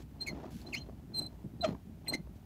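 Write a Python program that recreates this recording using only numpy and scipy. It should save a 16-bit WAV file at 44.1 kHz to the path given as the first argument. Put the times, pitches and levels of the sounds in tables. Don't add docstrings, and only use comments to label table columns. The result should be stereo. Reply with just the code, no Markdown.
import sys
import numpy as np
from scipy import signal
from scipy.fft import rfft, irfft, next_fast_len
from scipy.io import wavfile
from scipy.ndimage import uniform_filter1d, map_coordinates

SR = 44100
rng = np.random.default_rng(int(sys.argv[2]) if len(sys.argv) > 2 else 0)


def dump_mix(stems):
    frames = np.atleast_2d(stems).T
    limited = np.clip(frames, -1, 1)
    pcm = np.round(limited * 32767).astype(np.int16)
    wavfile.write(sys.argv[1], SR, pcm)


def volts_from_db(level):
    exponent = np.asarray(level, float) / 20
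    return 10 ** exponent


N = 108045

# time in seconds, pitch in Hz, level in dB.
WHISTLES = [
    [(0.19, 4142, -84), (0.212, 4147, -39.5), (0.226, 4176, -39), (0.256, 4180, -67), (0.294, 4216, -46.5),
     (0.324, 4206, -68.5)],
    [(0.65, 4041, -90), (0.672, 4075, -48), (0.69, 4180, -66), (0.706, 4154, -69), (0.725, 4218, -99),
     (0.74, 4294, -47), (0.748, 4264, -41), (0.768, 4110, -70), (0.778, 4170, -56), (0.802, 4180, -64),
     (0.818, 4160, -49), (0.84, 4160, -73)],
    [(1.12, 4186, -105), (1.144, 4158, -43), (1.197, 4096, -31.5), (1.212, 4010, -60)],
    [(1.21, 4200, -61), (1.222, 4093, -42), (1.258, 4056, -52.5), (1.266, 4086, -41.5), (1.31, 4080, -99)],
    [(1.6, 4200, -133), (1.61, 4040, -44), (1.618, 4023, -36.5), (1.637, 4079, -47), (1.65, 4070, -56),
     (1.658, 4170, -50), (1.676, 4203, -54.5), (1.72, 4110, -80)],
    [(2.07, 3996, -103), (2.082, 4137, -36.5), (2.102, 4177, -37), (2.118, 4155, -62.5), (2.131, 4170, -42),
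     (2.149, 4074, -44.5), (2.168, 4244, -58.5), (2.19, 4100, -86)],
]
# partial number, dB over the overtone level.
WHISTLE_OVERTONES = [(2, 8.5), (3, -0.5)]
WHISTLE_OVERTONE_DB = [-51, -47, -53.5, -41, -59, -42]
# time in seconds, pitch in Hz, level in dB, overtone level in dB.
CHIRPS = [
    [(.26, 2578, -63, -92), (.268, 2520, -47, -65), (.273, 2193, -37.5, -59), (.286, 2223, -41, -55.5),
     (.296, 2056, -47.5, -66.5), (.308, 2000, -64, -94)],
    [(.724, 2960, -62, -116), (.733, 2570, -43.5, -67), (.741, 2174, -38, -57.5), (.751, 2236, -34.5, -56),
     (.758, 2110, -52, -68), (.766, 2000, -58, -92)],
    [(2.054, 3410, -75, -99), (2.066, 2890, -68.5, -109), (2.075, 2460, -50, -87), (2.094, 2340, -78, -99)],
    [(2.126, 2211, -60, -85), (2.133, 2090, -55, -65), (2.14, 2078, -39.5, -51), (2.146, 2088, -40, -53.5),
     (2.152, 2114, -47, -60.5), (2.161, 2160, -60, -102), (2.176, 2150, -80, -99)],
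]
# partial number, dB over the overtone level.
CHIRP_OVERTONES = [(2, 6.5), (3, 5.5), (4, -11), (5, -4.5), (6, -6.5), (7, -17)]
# time in seconds, pitch in Hz, level in dB, overtone level in dB.
RISE = [(0.746, 2300, -51, -44), (0.766, 2775, -42.5, -57), (0.782, 3120, -47.5, -53),
        (0.81, 3230, -73, -88)]
# partial number, dB over the overtone level.
RISE_OVERTONES = [(2, 0)]
# time in seconds, pitch in Hz, level in dB, overtone level in dB.
GROAN = [(1.622, 699, -50, -84), (1.638, 705.4, -32.5, -50.5), (1.648, 648, -24.5, -38.5),
         (1.657, 620, -30, -49), (1.664, 640, -31.5, -56), (1.678, 604, -75, -76)]
# partial number, dB over the overtone level.
GROAN_OVERTONES = [(2, 3.5), (3, -7.5), (4, -4.5), (5, -3)]
# fundamental left over right in dB,
# its left lead in radians, overtones left over right in dB, their left lead in radians.
WHISTLE_SHADE = [(-12.5, 1.8, -9, -1.5), (-12.5, 4.5, -8, 4.5), (-11.5, -2.2, -2, 1.73), (-6, 4.5, -8, 1.5),
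                 (-10, -2, -5, -2.5), (-8.5, 2, -14, 0.9)]
CHIRP_SHADE = [(1.7, 1.34, -19, 0.44), (1.5, 1.7, -24, 0.97), (2.9, 1.3, -1, .6), (4.8, 1.8, -27, 1.1)]
RISE_SHADE = (-1.5, -2, -27, 5)
GROAN_SHADE = (-0.15, 0.95, -0.39, -1.5)
JITTER = dict(whistle=.0035, chirp=[.025, .032, .14, .03], rise=.03, groan=.035)
# frequency in Hz, width in Hz, peak of the ringing in dB over the stem.
WHEEL_MODES = [(2043, 38, 2), (4193, 51, -11.5), (6140, 47, -18)]
# time in seconds, level in dB.
SCRAPE_LEVEL = [(0, -52.5), (.05, -67), (.19, -58), (.3, -50.5), (.46, -46.5), (.55, -62), (.72, -50.5),
                (.83, -57), (1.08, -64), (1.21, -46), (1.3, -59.5), (1.58, -64), (1.69, -40), (1.78, -63),
                (2.03, -63), (2.13, -39.5), (2.2, -61), (2.45, -63.5)]
# frequency in Hz, relative density in dB per Hz.
SCRAPE_SPECTRUM = [(150, -36), (250, 5), (400, 0.5), (490, -8.5), (650, -2), (900, -7.5), (1400, -17.5),
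                   (4000, -27.5), (7000, -34), (9000, -53)]
# time in seconds, level in dB.
GRIP_LEVEL = [(0.0, -57.5), (0.8, -48), (0.85, -57), (1.23, -45), (1.4, -67), (1.45, -42.5), (1.59, -54.5),
              (1.7, -38), (1.84, -58), (1.9, -49), (2.01, -56.5), (2.13, -44.5), (2.45, -67.5)]
# frequency in Hz, relative density in dB per Hz.
GRIP_SPECTRUM = [(60, -11), (120, 8.5), (230, 7.5), (400, -10.5), (700, -25.5), (1500, -67)]
# start in seconds, nominal length in seconds, level of the duller
# noise in dB, level of the fizz in dB.
SLIDES = [(0, 0.033, -63, -72), (0.204, 0.037, -60.5, -94), (0.265, 0.041, -59.5, -63.5),
          (0.504, 0.13, -60, -64.5), (0.658, 0.16, -66, -73.5), (1.141, 0.086, -63.5, -73),
          (1.644, 0.068, -78, -68), (2.07, 0.04, -61, -72), (2.131, 0.026, -47, -75),
          (2.355, 0.021, -69.5, -75)]
# frequency in Hz, relative density in dB per Hz.
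SLIDE_SPECTRUM = [(900, -39), (1500, -0.5), (3400, -0.5), (6500, -2.5), (8000, -6), (12000, -60)]
# frequency in Hz, relative density in dB per Hz.
FIZZ_SPECTRUM = [(5000, -26), (7500, -4), (11000, 7.5), (15700, 1)]
# start in seconds, nominal peak in dB, lower mode in Hz.
TICKS = [(0.314, -34, 164), (0.332, -30, 203), (0.384, -38.5, 425), (.432, -36, 387), (.445, -33.5, 635),
         (.616, -45.5, 4460), (0.888, -36.5, 400), (0.896, -37.5, 640), (1.443, -29.5, 174),
         (1.601, -35.5, 261), (1.679, -34, 410), (1.692, -35, 362), (1.71, -30, 230), (1.728, -33, 164),
         (1.75, -39, 960), (1.896, -36.5, 164), (2.124, -29, 635), (2.149, -25.5, 304), (2.273, -43, 590),
         (2.358, -39.5, 247)]
# frequency in Hz, relative density in dB per Hz.
AIR_SPECTRUM = [(30, -22), (44, -9), (56, 4.5), (68, 4.5), (110, -1.5), (250, -11.5), (400, -26),
                (500, -55), (700, -45.5), (1300, -31), (4000, -38.5), (9000, -42.5), (15700, -39.5)]
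# frequency in Hz, correlation from -1 to 1.
MIC_CORRELATION = [(60, 0.98), (290, 0.93), (640, 0.47), (1400, -0.093), (15000, 0.062)]


def unit(x):
    return x / np.sqrt(np.mean(x ** 2) + 1e-20)


def along(points, hz):
    f, value = np.transpose(points)
    return np.interp(np.log(hz + 1), np.log(f + 1), value)


def wobble(rate, size):
    knots = rng.standard_normal(int(size * rate / SR) + 4)
    return map_coordinates(knots, [np.arange(size) * rate / SR])


def filtered(x, response):
    size = next_fast_len(N + 8192)
    spectrum = rfft(x, size) * response(np.fft.rfftfreq(size, 1 / SR))
    return irfft(spectrum, size)[..., :N]


def level(rows):
    s, db = np.transpose(rows)
    return volts_from_db(np.interp(np.arange(N) / SR, s, db))


def rush(spectrum, pulses=1):
    def mid_side_response(hz):
        angle = np.arccos(np.clip(along(MIC_CORRELATION, hz), -1, 1)) / 2
        return volts_from_db(along(spectrum, hz)) * [np.cos(angle), np.sin(angle)]

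    mid, side = filtered(rng.standard_normal((2, N)) * pulses, mid_side_response)
    return unit(np.array([mid + side, mid - side]))


def ears(pan_db, lead):
    q = volts_from_db(pan_db) * np.exp(1j * lead)
    return 2 * np.array([[q], [1]]) / (1 + q)


def slip(rows, overtones, shade, jitter, flutter_db, grit):
    shade_top_hz = 10000
    blur_rad_per_jitter = 28
    grit_top_hz = 7200
    s, hz, db, overtone_db = np.transpose(rows)
    i = np.arange(round(s[0] * SR), round(s[-1] * SR))
    size = len(i)

    def at(column):
        return np.interp(i / SR, s, column)

    def flutter():
        return volts_from_db(flutter_db * wobble(345.2, size))

    pitch = at(hz) * (1 + jitter * wobble(908.0, size))
    phase = 2 * np.pi * np.cumsum(pitch) / SR
    fundamental = ears(shade[0], shade[1]) * volts_from_db(at(db)) * flutter() * np.exp(1j * phase)
    upper = 0
    for k, gain_db in overtones:
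        pan_db = shade[2] * (k * hz.mean() < shade_top_hz)
        blur = 2 * np.pi * rng.random() + blur_rad_per_jitter * jitter * wobble(498.5, size)
        partial = volts_from_db(gain_db) * flutter() * np.exp(1j * (k * phase + blur))
        upper = upper + ears(pan_db, shade[3]) * partial
    puffs = grit * rng.standard_normal((2, size)) * (1 + np.cos(phase)) ** 2
    puffs = signal.sosfilt(signal.butter(8, grit_top_hz, fs=SR, output="sos"), puffs)

    overtone_gain = volts_from_db(at(overtone_db))
    tone = fundamental + overtone_gain * upper
    out = np.zeros((2, N))
    out[:, i] = np.sqrt(2) * tone.real + overtone_gain * puffs
    out[:, i] *= signal.windows.tukey(size, 0.1)
    return out


def stem():
    full_db, overtone_growth = -33, 2.28
    out = np.zeros((2, N))
    for rows, full_overtone_db, shade in zip(WHISTLES, WHISTLE_OVERTONE_DB, WHISTLE_SHADE):
        bright = [(*row, full_overtone_db + overtone_growth * (row[2] - full_db)) for row in rows]
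        out += slip(bright, WHISTLE_OVERTONES, shade, JITTER["whistle"], flutter_db=1.5, grit=0.05)
    for rows, shade, jitter in zip(CHIRPS, CHIRP_SHADE, JITTER["chirp"]):
        out += slip(rows, CHIRP_OVERTONES, shade, jitter, flutter_db=4.5, grit=0.44)
    out += slip(RISE, RISE_OVERTONES, RISE_SHADE, JITTER["rise"], flutter_db=3.0, grit=0.77)
    return out + slip(GROAN, GROAN_OVERTONES, GROAN_SHADE, JITTER["groan"], flutter_db=0.2, grit=0.75)


def wheel(x):
    def response(f):
        return 1 + sum(volts_from_db(db) * 1j * f * width / (hz * hz - f * f + 1j * f * width)
                       for hz, width, db in WHEEL_MODES)

    return filtered(x, response)


def scrape():
    knocks_per_s = 300
    knocks = (rng.random(N) < knocks_per_s / SR) * volts_from_db(2.4 * rng.standard_normal(N))
    smooth = uniform_filter1d(uniform_filter1d(knocks, size=130), size=130)
    return level(SCRAPE_LEVEL) * rush(SCRAPE_SPECTRUM, 0.11 + smooth * 9)


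def grip():
    return level(GRIP_LEVEL) * rush(GRIP_SPECTRUM, volts_from_db(3.35 * wobble(44.92, N)))


def slides():
    t = np.arange(N) / SR
    shapes = []
    for start, length, *_ in SLIDES:
        rise = (t - start) / 0.0027
        fall = (start + length - t) / (0.44 * length) + 0.54
        shapes.append(np.clip(np.minimum(rise, fall), 0, 1))
    dull, fizz = volts_from_db(np.array(SLIDES)[:, 2:]).T @ np.array(shapes)
    grain = volts_from_db(2.1 * wobble(260, N))
    return dull * rush(SLIDE_SPECTRUM, grain) + fizz * rush(FIZZ_SPECTRUM, grain)


def ticks():
    out, t = np.zeros(N + SR), np.arange(SR // 10) / SR
    for s, db, hz in TICKS:
        ring = np.sin(2 * np.pi * hz * t) + 0.19 * np.sin(2 * np.pi * 1.596 * hz * t)
        decay = volts_from_db(db - 60 * t / (0.0075 + 6 / hz))
        onset = 1 - np.exp(-t * hz * 5)
        out[round(s * SR):][:len(t)] += decay * ring * onset
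    return out[:N]


def hand():
    return scrape() + grip() + slides() + ticks()


def wall(x):
    t60_s, wall_db = 0.14, -15
    t = np.arange(SR // 4) / SR
    tail = rng.standard_normal((2, len(t))) * volts_from_db(-60 * t / t60_s)
    tail /= np.linalg.norm(tail[0])
    return volts_from_db(wall_db) * signal.fftconvolve(x, tail, axes=1)[:, :N]


def air():
    return volts_from_db(-51.5 + 0.21 * wobble(4.6, N)) * rush(AIR_SPECTRUM)


def scene():
    tap = wheel(stem())
    return tap + hand() + wall(tap) + air()


def low_pass(x):
    return signal.sosfilt(signal.butter(12, 15700, fs=SR, output="sos"), x)


def record(dry):
    mix = filtered(dry, lambda hz: hz < 15750)
    return low_pass(mix)


dry = scene()
out = record(dry)
dump_mix(out)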